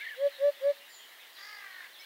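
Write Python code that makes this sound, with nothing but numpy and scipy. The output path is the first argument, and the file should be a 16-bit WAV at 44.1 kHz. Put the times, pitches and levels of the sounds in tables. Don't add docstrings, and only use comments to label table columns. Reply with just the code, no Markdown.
import sys
import numpy as np
from scipy import signal
from scipy.fft import rfft, irfft
from scipy.io import wavfile
from scipy.ndimage import uniform_filter1d

SR = 44100
rng = np.random.default_rng(int(sys.argv[2]) if len(sys.argv) > 2 else 0)


def bounce(signal):
    frames = np.transpose(np.atleast_2d(signal))
    limited = np.clip(frames, -1, 1)
    pcm = np.round(limited * 32767).astype(np.int16)
    wavfile.write(sys.argv[1], SR, pcm)


N = 90404
T = np.arange(N) / SR

# (frequency [Hz], time to fall 60 dB [s])
ECHO_DECAY = [(500, 0.49), (2000, 0.88), (4000, 0.45), (8000, 0.64)]
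# (frequency [Hz], relative level [dB])
AIR_SPECTRUM = [(30, -66), (100, -55), (150, -22.5), (185, -15), (350, -5.5), (600, 0.5), (1200, 1),
                (2500, -7.5), (5000, -5.5), (7500, -10), (11000, -8.5), (15500, -4.5)]
# (frequency [Hz], relative level [dB])
CHORUS_SPECTRUM = [(900, -36.5), (1450, -12.5), (1720, -2.5), (1950, 0.5), (2400, -9), (3000, -4),
                   (3900, -6), (4700, -14.5), (6200, -32)]
# (time [s], level [dB])
CHORUS_SWELL = [(0, -49), (.15, -54), (.28, -51.5), (.53, -54), (.7, -53), (.87, -57), (1.1, -55.5),
                (1.33, -55), (1.9, -56.5), (2.05, -53.5)]
# (start [s], length [s], first pitch [Hz], last pitch [Hz], level [dB])
NEAR_CHIRPS = [(0., 0.026, 2027, 2450, -42.5), (.01, 0.048, 2220, 1920, -45.5),
               (0.085, 0.026, 3300, 2640, -49.5), (1.988, 0.031, 5130, 5340, -55),
               (2.004, 0.023, 5950, 6000, -63.5), (1.991, 0.055, 2204, 2320, -54.5)]
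# (start [s], length [s], first pitch [Hz], last pitch [Hz], echo level [dB])
DISTANT_CHIRPS = [(0., .03, 3300, 2640, -53.5), (0.036, 0.036, 4370, 4230, -59.5),
                  (.12, 0.028, 3150, 2810, -62), (0.304, 0.061, 4400, 3563, -51.5),
                  (0.563, 0.039, 3900, 3164, -59), (0.689, .035, 4050, 4210, -62),
                  (0.798, 0.044, 2790, 2960, -58), (0.878, .13, 7350, 6820, -59.5),
                  (0.894, 0.084, 5200, 3476, -58), (0.979, 0.065, 3200, 3100, -55),
                  (1.19, 0.044, 3960, 3170, -56), (1.349, .05, 4400, 3120, -53),
                  (1.67, .12, 4250, 4140, -60.5), (1.792, 0.066, 3700, 3253, -60.5),
                  (1.928, 0.039, 4160, 3080, -52.5), (2.012, 0.0425, 4000, 4510, -55.5)]
# (time [s], pitch [Hz], level [dB])
WARBLE_PATH = [(.003, 1507, -57), (.012, 1628, -48), (.047, 1758, -43.5), (.061, 2103, -46),
               (.067, 1796, -40), (.076, 1820, -37), (.085, 2280, -51), (.092, 1850, -38.5),
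               (.098, 1890, -45), (.103, 2280, -52), (.111, 1758, -40), (.128, 1738, -44.5),
               (.143, 1630, -49.5), (.153, 1340, -58)]
# (start [s], length [s], swell [s], top pitch [Hz], scoop [share of pitch], level [dB])
HOOT_NOTES = [(.146, .147, .137, 570, .22, -22.5), (.371, .144, .093, 578.5, .135, -21.9),
              (.59, .14, .09, 574, .145, -23.7)]
# (multiple of the pitch, relative level [dB])
HOOT_OVERTONES = [(2, -33.5), (3, -29.5), (4, -39.5), (5, -45.5), (6, -41.5), (7, -40), (8, -49),
                  (10, -49.5)]
# (delay [s], relative level [dB])
HOOT_REFLECTIONS = [(.018, -26), (.052, -36)]
# (time [s], pitch [Hz], level [dB])
CAW_PATH = [(1.365, 378.3, -58), (1.385, 386.5, -51.5), (1.435, 404, -48), (1.5, 422.1, -48.5),
            (1.6, 405.3, -49), (1.7, 379.8, -49.5), (1.78, 364.6, -51), (1.83, 351.3, -48),
            (1.868, 322, -50), (1.882, 317, -53)]
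# (time [s], pulse rate [Hz])
RATTLE_RATE = [(1.365, 52.3), (1.6, 49.7), (1.88, 51)]
# (time [s], share of noise [0-1])
CAW_NOISE_SHARE = [(1.38, 0.6), (1.48, 0.24), (1.7, 0.26), (1.85, 0.7)]
# (frequency [Hz], relative gain [dB])
OPEN_THROAT = [(300, -41), (660, -20), (830, -11.5), (1080, -6.5), (1240, -4), (1460, -6), (1660, -2),
               (1850, 6), (2080, 2), (2450, -11.5), (3000, -23), (3600, -29), (4200, -14), (6000, -27),
               (9000, -52)]
# (frequency [Hz], relative gain [dB])
SHUT_THROAT = [(300, -38), (750, -22), (1100, -14), (1400, -15), (1580, -2), (1850, 0.9), (2080, -12),
               (2350, -11), (2700, -20), (3400, -17), (4200, -21), (6000, -34), (9000, -50)]
# (time [s], closure [0-1])
BILL_CLOSURE = [(1.62, 0.17), (1.73, 0.81)]
# (frequency [Hz], relative gain [dB])
BRIGHT_SPECTRUM = [(3700, -40), (4400, -14), (4680, 0), (4850, -3), (5150, -9), (5700, -18), (6300, -28),
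                   (6600, -24), (6800, -14), (7050, -24), (7600, -40)]
# (time [s], level [dB])
BRIGHT_SWELL = [(1.33, -66), (1.43, -54), (1.55, -57.5), (1.61, -70)]


def amp(db):
    return 10 ** (np.asarray(db) / 20)


def unit_rms(x):
    return x / np.sqrt(np.mean(x ** 2) + 1e-20)


def at_hz(points, hz):
    table_hz, value = np.transpose(points)
    return np.interp(np.log(hz + 1), np.log(table_hz), value)


def curve(rows, column=1):
    rows = np.array(rows)
    return np.interp(T, rows[:, 0], rows[:, column])


def envelope(rows):
    inside = (T >= rows[0][0]) & (T <= rows[-1][0])
    return amp(curve(rows, column=-1)) * uniform_filter1d(inside * 1., size=200)


def colour(x, spectrum):
    gain = amp(at_hz(spectrum, np.fft.rfftfreq(N, 1 / SR)))
    return unit_rms(irfft(rfft(x) * gain, N))


def wander(hz):
    lowpass = np.exp(-(np.fft.rfftfreq(N, 1 / SR) / hz) ** 2)
    return unit_rms(irfft(rfft(rng.standard_normal(N)) * lowpass, N))


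def phase(hz):
    return 2 * np.pi * np.cumsum(hz) / SR


def echo(x, t60_scale=1, onset_s=.0055):
    taps = rng.standard_normal(SR) * (rng.random(SR) < .06) * np.minimum(T[:SR] / onset_s, 1)
    hz, t, bands = signal.stft(taps, SR, nperseg=256)
    t60 = t60_scale * at_hz(ECHO_DECAY, hz)[:, None]
    tail = signal.istft(bands * amp(-60 * t / t60), SR, nperseg=256)[1]
    return signal.fftconvolve(x, tail / np.linalg.norm(tail))[:N]


def air(db=-56.5):
    return amp(db) * colour(rng.standard_normal(N), AIR_SPECTRUM)


def chorus(patchy_db=2.6):
    bands = signal.stft(rng.standard_normal(N), nperseg=512, noverlap=384)[2]
    patches = uniform_filter1d(rng.standard_normal(bands.shape), size=4, axis=0)
    patches = unit_rms(uniform_filter1d(patches, size=14, axis=1))
    blur = signal.istft(bands * amp(patchy_db * patches), nperseg=512, noverlap=384)[1][:N]
    return amp(curve(CHORUS_SWELL)) * colour(blur, CHORUS_SPECTRUM)


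def chirp(start, length, first_hz, last_hz, db, jitter_hz):
    progress = np.clip((T - start) / length, 0, 1)
    hz = first_hz + (last_hz - first_hz) * progress + jitter_hz * wander(393)
    arch = np.sqrt(abs(np.sin(np.pi * progress)))
    return np.sqrt(2) * amp(db) * arch * np.sin(phase(hz))


def warble(jitter=.0022):
    hz = curve(WARBLE_PATH) * (1 + jitter * wander(300))
    return np.sqrt(2) * envelope(WARBLE_PATH) * np.sin(phase(hz))


def hoot(start, length, swell, top_hz, scoop, db, scoop_s=.11, release_s=.03, jitter=.0018):
    t = np.clip(T - start, 0, length)
    rise = np.sin(np.pi / 2 * np.minimum(t / swell, 1)) ** 3
    release = np.sin(np.pi / 2 * np.minimum((length - t) / release_s, 1)) ** 2
    effort = rise * release
    angle = phase(top_hz * (1 - scoop * (1 - t / scoop_s) ** 2 + jitter * wander(140)))
    overtones = sum(amp(k_db) * np.sin(round(k) * angle) for k, k_db in HOOT_OVERTONES)
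    return np.sqrt(2) * amp(db) * (effort * np.sin(angle) + effort ** .75 * overtones)


def near_reflections(x):
    return sum(amp(db) * np.interp(T - delay, T, x, left=0) for delay, db in HOOT_REFLECTIONS)


def caw(rattle_jitter=.06, pitch_swing=.02, pitch_jitter=.0126, shimmer_db=1.2):
    rattle = np.cos(phase(curve(RATTLE_RATE) * (1 + rattle_jitter * wander(38))))
    angle = phase(curve(CAW_PATH) * (1 + pitch_swing * rattle + pitch_jitter * wander(223)))
    voice = unit_rms(sum(np.cos(k * angle) for k in range(1, 21)))
    rasp = rng.standard_normal(N)
    rough = curve(CAW_NOISE_SHARE)
    body = np.sqrt(1 - rough) * voice + np.sqrt(rough) * rasp
    body = body * (1 + .5 * rattle) * amp(shimmer_db * wander(90))
    shut = curve(BILL_CLOSURE)
    throat = (1 - shut) * colour(body, OPEN_THROAT) + shut * colour(body, SHUT_THROAT)
    edge = (rasp + .5 * voice) * (1 + .3 * rattle)
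    return envelope(CAW_PATH) * throat + envelope(BRIGHT_SWELL) * colour(edge, BRIGHT_SPECTRUM)


def scene():
    near = sum(chirp(*row, jitter_hz=35) for row in NEAR_CHIRPS)
    far = sum(chirp(*row, jitter_hz=110) for row in DISTANT_CHIRPS)
    hoots = sum(hoot(*row) for row in HOOT_NOTES)
    calls = [(near, -6), (warble(), -17), (hoots, -30), (caw(), -8)]  # (call, relative echo [dB])
    foreground = sum(call + amp(echo_db) * echo(call) for call, echo_db in calls)
    distance = amp(-4) * far + echo(far, t60_scale=.7)
    return (air() + chorus() + distance + foreground + near_reflections(hoots))[None]


def record(dry, edge_hz=15800):
    lowpass = signal.firwin(511, edge_hz, window=("kaiser", 9), fs=SR)
    return signal.oaconvolve(dry, lowpass[None], "same")


dry = scene()
out = record(dry)
bounce(out)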